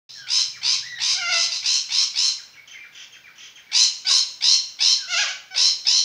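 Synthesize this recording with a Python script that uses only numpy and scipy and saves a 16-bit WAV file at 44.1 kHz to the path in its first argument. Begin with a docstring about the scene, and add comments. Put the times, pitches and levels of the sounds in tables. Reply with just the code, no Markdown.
"""A brick backyard: on a stair rail close to the microphone a white cockatoo screeches again and again.
Each screech is a rising tone near 1 kHz, torn up by fast throbs that also fire bursts in the beak resonance.
Pulse-driven nasal squawks and near-sine whistles fall in between; further off, smaller parrots chirp
and rattle. The walls answer with echoes and a diffuse tail. Behind it all lie filtered-noise air,
a thin high hiss and a distant low drone that swells and fades."""
import sys
import numpy as np
from scipy import signal
from scipy.fft import rfft, irfft, next_fast_len
from scipy.io import wavfile
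from scipy.ndimage import uniform_filter1d, minimum_filter1d, map_coordinates

SR = 44100
rng = np.random.default_rng(int(sys.argv[2]) if len(sys.argv) > 2 else 0)


def waveform_to_disk(signal):
    """Save audio, clipped to [-1, 1], as 16-bit WAV at the path in sys.argv[1]."""
    frames = np.transpose(np.atleast_2d(signal))
    scaled = np.clip(frames, -1, 1) * 32767
    samples = np.round(scaled).astype(np.int16)
    wavfile.write(sys.argv[1], SR, samples)


N = 266540
TIME = np.arange(N) / SR
CUTOFF_HZ, START_S = 15600, .09

# Call levels are those before the near and far sounds are mixed.
# Outdoor air: freq_hz, level_db
AIR_SPECTRUM = [(25, -19), (50, -5.5), (100, 0), (250, -2.5), (400, -3), (700, -3), (2000, 0), (5000, -2.5),
                (8000, -20.5), (14000, -21.5)]
# The distant drone swells, then fades to a faint rest
DRONE_DB, DRONE_REST_DB, DRONE_PEAK_S, DRONE_SPREAD_S = -60.5, -79, 0.85, 0.63

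# How long the yard rings: freq_hz, t60_s
YARD_T60 = [(500, 0.67), (1000, 0.47), (2000, 0.57), (4000, 0.41), (7000, 0.46), (14000, 0.15)]
# Wall echoes: delay_s, gain_db
WALL_ECHOES = [(.0093, -4.5), (.021, -7.5), (0.042, -6.5)]
# What the walls send back: freq_hz, gain_db
YARD_COLOUR = [(600, -2.5), (2000, -1.5), (4100, 5), (5200, 1.5), (6000, 1.5), (9000, -2.5)]

# Small parrots' chirps, a pip that then dives: start_s, pip_s, dive_s, pitch_hz, level_db
CHIRPS = [ (0.535, 0.018, 0.041, 2390, -47.5), (2.377, 0.0034, 0.029, 2360, -50.5),
          (2.531, 0.00405, .04, 2985, -52), (2.572, 0.02, 0.0038, 2263, -46.5),
          (2.711, .01, .03, 3110, -42), (2.745, 0.031, 0.0026, 2145, -44), (2.789, 0.044, .025, 2448, -47),
          (3.123, 0.013, 0.04, 3234, -44), (3.241, 0.023, 0.034, 2420, -49),
          (3.555, 0.011, 0.034, 3210, -43.5), (3.666, 0.025, 0.042, 2300, -53)]
CHIRP_SAG_OCT_PER_S, DIVE_OCT_PER_S, DIVE_FADE_DB_PER_S = 1.91, 28, 167
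PIP_ROUGH, DIVE_ROUGH = 0.26, 0.69  # 0-1
# High pips have a strong overtone: pitch_hz, overtone_db
CHIRP_OVERTONE = [(2400, -21), (3050, 4)]
# Small parrots' rattles, runs of harsh falling snaps: start_s, length_s, level_db
RATTLES = [(2.675, .01, -38.5), (2.924, .112, -45.5), (3.355, 0.1, -46)]
SNAP_EVERY_S, SNAP_S, SNAP_FROM_HZ, SNAP_TO_HZ = .025, 0.029, 3600, 1700
SNAP_ROUGH, SNAP_FADE_DB, SNAP_OVERTONE_DB = 0.58, 18.5, 1
FIRST_SNAP_DB = -9  # the opening snap is softer than the rest
# Throat colour of the small parrots: freq_hz, gain_db
PARROT_THROAT = [(500, -36), (1400, 2), (2200, 2), (3100, 0.5), (4200, -7.5), (5300, -3), (6150, -4),
                 (7000, -13.5), (8000, -35), (12000, -34)]

# Thin whistles: start_s, length_s, pitch_hz, sag_oct_per_s, scoop (0-1 of pitch), level_db
WHISTLES = [(0.147, 0.14, 1793, 2.5, 0, -47), (0.821, .175, 2256, 1.9, .33, -38.5),
            (4.978, .09, 1810, 3.9, 0.06, -43.5)]
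WHISTLE_SCOOP_S, WHISTLE_SWELL_S, WHISTLE_SWELL_DB = 0.029, 0.058, 6.5

# Throat colours of the hollow and the nasal squawk: freq_hz, gain_db
HOLLOW_THROAT = [(200, -72), (450, 5), (700, -9), (1400, -2.5), (2100, 1.5), (2800, -3.5), (3600, -22),
                 (4800, -7), (6300, -11.5), (7500, -40), (13000, -57)]
NASAL_THROAT = [(200, -79), (450, 0.5), (780, -11.5), (1050, 14), (1350, 1), (1650, 4.5), (2200, 2.5),
                (2800, 6), (3700, -0.5), (5500, 1), (6700, -0.5), (7800, -24), (13000, -41.5)]
# Below a steady pitch the voice turns rough and weak, fully so at the creak pitch
STEADY_HZ, CREAK_HZ, CREAK_ROUGH, CREAK_LOSS_DB = 693, 500, 0.4, 8.5
# Short squawks that crack into a creak: start_s, clear_s, creak_s, level_db, nasality (0-1)
CRACKS = [(4.045, .045, .12, -31.5, 0.89), (5.506, 0.038, .11, -35, 0)]
CLEAR_HZ, CRACKED_HZ, CREAK_END_HZ, CRACK_S = 756, 544, 463, 0.016
CRACK_SWELL_DB, CREAK_FADE_DB = 8.5, 12
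# Pitch curves of the two long yodelling squawks, one list each: time_s, pitch_hz
YODEL_PITCH = [
    [(1.145, 754.9), (1.167, 705), (1.191, 794), (1.217, 705.5), (1.243, 696.4), (1.283, 686.5),
     (1.297, 738), (1.317, 723.1), (1.335, 667), (1.371, 675.8), (1.42, 670.5)],
    [(5.075, 663.6), (5.115, 743), (5.151, 657), (5.175, 716), (5.195, 845.3), (5.219, 819.7), (5.245, 579),
     (5.269, 551), (5.285, 728), (5.295, 767), (5.325, 740)],
]
# The same two squawks: loudest_after_s, level_db, pitch_gain_db_per_octave, rough (0-1), nasality (0-1)
YODELS = [(0.16, -24, -4, 0.07, 0.21), (0.1, -22, 6.5, 0.12, 0.86)]
# A yodel eases in and out, and sinks on either side of its loudest moment
YODEL_EDGE_S, YODEL_EDGE_DB, YODEL_SLOPE_DB_PER_S = 0.056, -13.5, 41

# Screeches: start_s, length_s, swell_s, level_db, strain (0-1), tuning (throat ratio), treble_db
SCREECHES = [ (0.028, 0.18, .012, -43, 0.5, 1, 0.5), (0.266, 0.16, 0.058, -21, 0.21, 1.0, 2.5),
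             (0.612, .15, 0.042, -21.5, 0.01, 0.98, -1), (0.983, .162, 0.04, -22, 0, 0.96, 1.5),
             (1.286, .175, 0.044, -22.5, 0.04, 0.99, 0), (1.483, 0.098, 0.044, -27, 0.1, 1.02, 0),
             (1.624, .16, .035, -22, 0.06, 1.034, -0.5), (1.886, 0.16, 0.044, -21.5, 0.21, 1, 0),
             (2.138, .16, 0.047, -21, 0.19, 1.025, 1.5), (3.713, 0.14, 0.044, -17, 0.31, 1.026, 2.5),
             (4.048, 0.15, 0.05, -17, 0.6, 1.008, 5), (4.404, 0.16, 0.041, -17.5, 0.6, 1.023, 0.5),
             (4.786, .155, .03, -18.5, 0.54, 1.013, -1), (5.541, 0.15, 0.042, -18, 0.5, 1.012, 0.5),
             (5.848, 0.16, 0.027, -19, 0.56, 1.034, -2)]
# Throat colours of the easy and the strained screech before opening and tuning: freq_hz, gain_db
EASY_THROAT = [(600, -39.5), (1060, -17), (1600, -15), (2100, -20), (2550, 0), (3500, -11.5), (4100, 3),
               (4550, -10), (5300, 2.5), (6500, -1.5), (7600, -17), (9400, -24.5), (11000, -33),
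               (13000, -54)]
STRAINED_THROAT = [(600, -28.5), (1060, -25.5), (1650, -30), (2300, -23.5), (2700, -13), (3400, -19),
                   (4050, 2), (4650, -5.5), (5450, -1), (6100, -13), (6900, -8), (7600, -48), (8400, -25.5),
                   (10800, -38), (13000, -49)]
# Strain makes the note less rough and lifts the beak resonance
EASY_ROUGH, STRAINED_ROUGH = 0.83, 0.476
EASY_BEAK_HZ, STRAINED_BEAK_HZ = 5146, 5764
TOP_HZ = 1045  # every screech scoops up towards this pitch
# Extra level of a screech's first bursts: after_start_s, gain_db
FIRST_BURSTS = [(.016, -6), (.024, 8), (.055, 4), (.085, 4.5)]


def from_db(db):
    """Decibels to gain."""
    return 10 ** (np.asarray(db) / 20)


def rms_one(x):
    """Scale to unit rms."""
    return x / np.sqrt(np.mean(x ** 2) + 1e-20)


def at_hz(points, hz):
    """Read a curve on a log-frequency axis."""
    freq, value = np.transpose(points)
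    return np.interp(np.log(np.maximum(hz, 1)), np.log(freq), value)


def colour(x, spectrum):
    """Filter by a smooth spectrum."""
    size = next_fast_len(len(x) + 2048)
    gain = from_db(at_hz(spectrum, np.fft.rfftfreq(size, 1 / SR)))
    return irfft(rfft(x, size) * gain, size)[:len(x)]


def high_pass(x, hz):
    """Fourth-order cut below a frequency."""
    return signal.sosfilt(signal.butter(4, hz, "high", fs=SR, output="sos"), x)


def resonance(x, hz, width_hz):
    """Two-pole resonance with a gain of about 1 on top."""
    r = np.exp(-np.pi * width_hz / SR)
    poles = [1, -2 * r * np.cos(2 * np.pi * hz / SR), r * r]
    return signal.lfilter([(1 - r * r) / 2, 0, (r * r - 1) / 2], poles, x)


def wobble(size, rate_hz):
    """Smooth random drift of unit rms."""
    r = np.exp(-2 * np.pi * rate_hz / SR)
    drift = signal.lfilter([1], [1, -2 * r, r * r], rng.standard_normal(SR))
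    return rms_one(drift[-size:])


def hiss(size):
    """White noise for one call."""
    return rng.standard_normal(SR)[:size]


def fade(t, edge_s):
    """Soft start and end of a call."""
    return np.sin(np.pi / 2 * np.clip(np.minimum(t - t[0], t[-1] - t) / edge_s, 0, 1))


def even(x, size=900):
    """Hold the level near 1 over a few hundredths of a second."""
    return x / np.sqrt(np.abs(uniform_filter1d(x * x, size)) + 1e-12)


def follow(rows):
    """Times and columns of one call's curve, sample by sample."""
    s, *columns = np.transpose(rows)
    t = np.arange(s[0], s[-1], 1 / SR)
    return [t] + [np.interp(t, s, c) for c in columns]


def add(out, start, x):
    """Mix a call in at its time."""
    i = max(int(start * SR), 0)
    out[i:i + len(x)] += x[:max(N - i, 0)]


def background():
    """Outdoor air, a distant low drone and a thin high hiss: noise through broad or narrow filters."""
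    air = rms_one(colour(rng.standard_normal(N), AIR_SPECTRUM))
    drone = rms_one(resonance(resonance(rng.standard_normal(N), 137, 35), 112, 35))
    top = rms_one(resonance(resonance(rng.standard_normal(N), 15100, 1300), 15100, 1300))
    swell = np.exp(-((TIME - DRONE_PEAK_S) / DRONE_SPREAD_S) ** 2)
    drone_gain = from_db(DRONE_DB) * swell + from_db(DRONE_REST_DB)
    return from_db(-57) * air + drone_gain * drone + from_db(-70.5) * top


def yard(x, gap_s=0.0037):
    """A few wall echoes and a diffuse noise tail whose decay time depends on frequency."""
    t = np.arange(SR) / SR
    edges_hz = np.geomspace(200, 16000, 9)
    white = rng.standard_normal((2, SR))
    tail = 0
    for k, (low, high) in enumerate(zip(edges_hz, edges_hz[1:])):
        band_pass = signal.butter(2, [low, high], "band", fs=SR, output="sos")
        band = signal.sosfilt(band_pass, white[k % 2])
        tail = tail + band * from_db(-60 * t / at_hz(YARD_T60, np.sqrt(low * high)))
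    # the diffuse part carries unit energy before the echoes are added
    response = rms_one(tail * np.clip(t / gap_s, 0, 1)) / np.sqrt(SR)
    for delay, db in WALL_ECHOES:
        response[int(delay * SR)] += from_db(db)
    return signal.fftconvolve(x, response)[:N]


def whistle(pitch, overtone_db, jitter):
    """A sine on a jittering pitch with two overtones."""
    phase = 2 * np.pi * np.cumsum(pitch * (1 + jitter * wobble(len(pitch), 410))) / SR
    second = from_db(overtone_db) * np.sin(2 * phase)
    third = from_db(2 * overtone_db - 1.0) * np.sin(3 * phase)
    return rms_one(np.sin(phase) + second + third)


def parrot_note(t, pitch, overtone_db, rough, jitter=0.0804, rasp=1.0):
    """A small parrot's whistle, blurred by pitch jitter and noise as it gets rougher."""
    tone = whistle(pitch, overtone_db, jitter * rough)
    return (tone + rasp * rough * hiss(len(t))) * fade(t, 0.0014)


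def rattles():
    """Quick runs of far-off snaps, each falling about an octave as it dies."""
    out = np.zeros(N)
    t = np.arange(int(SNAP_S * SR)) / SR
    pitch = np.geomspace(SNAP_FROM_HZ, SNAP_TO_HZ, len(t))
    for start, length, db in RATTLES:
        for s in np.arange(start, start + length, SNAP_EVERY_S):
            level_db = db + FIRST_SNAP_DB * (s == start) + SNAP_FADE_DB * (.5 - t / SNAP_S)
            add(out, s, parrot_note(t, pitch, SNAP_OVERTONE_DB, SNAP_ROUGH) * from_db(level_db))
    return out


def chirps():
    """Far-off chirps that sag slightly in pitch, then dive, growing rougher and fainter."""
    out = np.zeros(N)
    for start, pip, dive, hz, db in CHIRPS:
        t = np.arange(int((pip + dive) * SR)) / SR
        diving = np.maximum(t - pip, 0)
        pitch = hz * 2 ** (-CHIRP_SAG_OCT_PER_S * t - DIVE_OCT_PER_S * diving)
        rough = np.where(t < pip, PIP_ROUGH, DIVE_ROUGH)
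        note = parrot_note(t, pitch, at_hz(CHIRP_OVERTONE, pitch), rough)
        add(out, start, note * from_db(db - DIVE_FADE_DB_PER_S * diving))
    return out


def whistles():
    """Thin close whines between screeches: near sines that swell, may scoop up, and sag."""
    out = np.zeros(N)
    for start, length, hz, sag, scoop, db in WHISTLES:
        t = np.arange(int(length * SR)) / SR
        pitch = hz * 2 ** (-sag * t) * (1 - scoop * np.exp(-t / WHISTLE_SCOOP_S))
        tone = whistle(pitch, overtone_db=-7, jitter=.028)
        flutter = from_db(2.5 * wobble(len(t), 120))
        level_db = db - WHISTLE_SWELL_DB * np.clip(1 - t / WHISTLE_SWELL_S, 0, 1)
        add(out, start, tone * flutter * from_db(level_db) * fade(t, .008))
    return out


def reed(pitch, count=18):
    """Pulses of the syrinx: equal harmonics on a moving pitch."""
    phase = 2 * np.pi * np.cumsum(pitch) / SR
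    harmonics = (np.cos(k * phase) * (k * pitch < CUTOFF_HZ) for k in range(1, count + 1))
    return rms_one(sum(harmonics))


def throat(source, first, second, share):
    """Colour a source by a blend of two throat shapes, at a steady level."""
    share = np.clip(share, 0, 1)
    first_voice = rms_one(colour(source, first))
    second_voice = rms_one(colour(source, second))
    return even((1 - share) * first_voice + share * second_voice)


def squawk(t, pitch, db, rough, nasality, rasp=0.36, hoarse=0.83, hoarse_hz=3400):
    """A lower call: syrinx pulses with hoarse noise on top, creaky where the pitch sinks."""
    creak = np.interp(pitch, [CREAK_HZ, STEADY_HZ], [1, 0])
    rough = rough + CREAK_ROUGH * creak
    jitter = .05 * rough * wobble(len(t), 380)
    rustle = high_pass(hiss(len(t)), hoarse_hz)
    tone = colour(reed(pitch * (1 + jitter)), [(3000, -0.2), (4500, -1.6)])
    source = tone + rasp * rough * hiss(len(t)) + hoarse * np.sqrt(np.abs(nasality)) * rustle
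    # rough stretches also shake in level
    shake = from_db(8.3 * rough * wobble(len(t), 60))
    voice = throat(source, HOLLOW_THROAT, NASAL_THROAT, nasality)
    return voice * from_db(db - CREAK_LOSS_DB * creak) * shake * fade(t, 0.0056)


def cracks(rough=0.17):
    """A clear note swells until it cracks, then creaks on downwards."""
    out = np.zeros(N)
    for start, clear, creak, db, nasality in CRACKS:
        end = clear + creak
        t = np.arange(int(end * SR)) / SR
        pitch = np.interp(t, [clear, clear + CRACK_S, end], [CLEAR_HZ, CRACKED_HZ, CREAK_END_HZ])
        level_db = db - np.interp(t, [0, clear, end], [CRACK_SWELL_DB, 0, CREAK_FADE_DB])
        add(out, start, squawk(t, pitch, level_db, rough, nasality))
    return out


def yodels():
    """Long squawks whose pitch flips up and down under one swell of level."""
    out = np.zeros(N)
    for rows, (loudest, db, db_per_octave, rough, nasality) in zip(YODEL_PITCH, YODELS):
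        t, pitch = follow(rows)
        edges_db = YODEL_EDGE_DB * (1 - fade(t, YODEL_EDGE_S))
        swell_db = edges_db - YODEL_SLOPE_DB_PER_S * np.abs(t - t[0] - loudest)
        level_db = db + swell_db + db_per_octave * np.log2(pitch / STEADY_HZ)
        add(out, t[0], squawk(t, pitch, level_db, rough, nasality))
    return out


def throbs(t, length, first_hz=62, last_hz=125, uneven=0.358, lead_s=0.0012):
    """Pressure pulses, 0-1: slow and regular at first, then quick and uneven."""
    disorder = np.clip((t - .03) / 0.053, .1, 1)
    steady_rate = np.interp(t, [.04, length], [first_hz, last_hz])
    rate = steady_rate * np.exp(uneven * disorder * wobble(len(t), 78.0))
    return np.sin(np.pi * (np.cumsum(rate) / SR + lead_s * first_hz)) ** 4


def syrinx(t, throb, top_hz, rough, scoop=.38, scoop_s=.034, throb_bend=0.097, jitter=0.0468):
    """Pitch that scoops up, is bent by each throb and jitters fast."""
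    pitch = top_hz * (1 - scoop * np.exp(-t / scoop_s))
    bend = throb_bend * (throb - throb.mean())
    return pitch * (1 + rough * (bend + jitter * wobble(len(t), 522)))


def beak_gape(t, length, rough, gape_range=.22, gape_s=.036):
    """The beak opens, trembles, and closes a little at the end; a ratio that moves the resonances."""
    tremble = .022 * wobble(len(t), 60)
    closing = 0.0783 * np.clip((t - length + 0.01326) / 0.0258, 0, 1)
    return 1 - gape_range * np.exp(-t / gape_s) - closing + rough * tremble


def beak_bursts(t, throb, gape, beak_hz, burst_sweep=1.2):
    """Every throb fires a burst of uneven level in the beak resonance, which follows the gape."""
    flutter = 0.054 * (throb - .8) + 0.0301 * wobble(len(t), 537)
    burst_hz = beak_hz * (1 - burst_sweep * (1 - gape)) * (1 + flutter)
    uneven = from_db(6 * np.tanh(wobble(len(t), 52)))
    return throb * uneven * np.sin(2 * np.pi * np.cumsum(burst_hz) / SR)


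def screech(length, swell, top_hz, rough, strain, beak_hz, tuning, treble_db, rasp=1.0,
            throb_depth=0.91, beak_db=6.5, onset_db=-17, release_s=.013, burst_fall_db=6, muffled_s=0.046):
    """A rasping note through the opening throat, throbbing in level, with bursts in the beak."""
    t = np.arange(int((length + 3 * release_s) * SR)) / SR
    size = len(t)
    throb = throbs(t, length)
    pitch = syrinx(t, throb, top_hz, rough)
    gape = beak_gape(t, length, rough)
    # reading the voice at a varying speed moves its resonances; the pitch is divided first to stay put
    speed = gape * tuning
    opened = np.cumsum(speed)
    source = reed(np.interp(np.arange(size), opened, pitch / speed)) + rasp * rough * hiss(size)
    voice = map_coordinates(throat(source, EASY_THROAT, STRAINED_THROAT, strain), [opened], order=3)
    # while the beak is half shut the low harmonics stand out
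    shut = np.clip(1 - t / muffled_s, 0, 1)
    muffled = colour(voice, [(800, 11), (2400, 8), (3400, 5), (4500, -4), (6500, 1)])
    bright = colour(voice, [(5800, 0.0049), (7200, treble_db)])
    voice = shut * muffled + (1 - shut) * bright
    voice = voice * (1 + throb_depth * (throb - throb.mean()))
    # the first bursts stand out, later ones sink towards the rasp
    first_bursts_db = np.interp(t, *np.transpose(FIRST_BURSTS))
    burst_db = beak_db + first_bursts_db - burst_fall_db * t / length
    voice = voice + from_db(burst_db) * (.5 + .5 * strain) * beak_bursts(t, throb, gape, beak_hz)
    onset = onset_db * np.clip(1 - t / swell, 0, 1)
    level_db = onset - 0.97 * np.clip(1 - t / (0.94 * length), 0, 1)
    release = np.exp(-np.maximum(t - length + 0.011, 0) / release_s)
    return rms_one(voice) * from_db(level_db) * release * fade(t, 0.01)


def screeches():
    """The cockatoo's whole run of screeches, high-passed below the voice."""
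    out = np.zeros(N)
    for start, length, swell, db, strain, tuning, treble_db in SCREECHES:
        rough = np.interp(strain, [0, 1], [EASY_ROUGH, STRAINED_ROUGH])
        beak_hz = tuning * np.interp(strain, [0, 1], [EASY_BEAK_HZ, STRAINED_BEAK_HZ])
        call = screech(length, swell, TOP_HZ, rough, strain, beak_hz, tuning, treble_db)
        add(out, start, from_db(db) * call)
    return high_pass(out, 620)


def scene():
    """The cockatoo is near; the small parrots are further off, with more of the walls in their sound."""
    near = screeches() + yodels() + cracks() + whistles()
    far = colour(chirps() + rattles(), PARROT_THROAT)
    walls = colour(yard(from_db(-5.5) * near + from_db(-2.5) * far), YARD_COLOUR)
    return (from_db(-1.0) * near + far + walls + background())[None]


def record(dry):
    """At the microphone a fast limiter holds the peaks, the top is cut, and a short silence leads in."""
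    room_left = np.minimum(1, .64 / (np.abs(dry) + 1e-9))
    gain = uniform_filter1d(minimum_filter1d(room_left, size=131), size=131)
    edges = np.clip(np.minimum(TIME - START_S, TIME[-1] - TIME) / .004, 0, 1)
    top_cut = signal.ellip(10, .1, 80, CUTOFF_HZ, fs=SR, output="sos")
    return signal.sosfilt(top_cut, dry * gain * edges)


dry = scene()
out = record(dry)
waveform_to_disk(out)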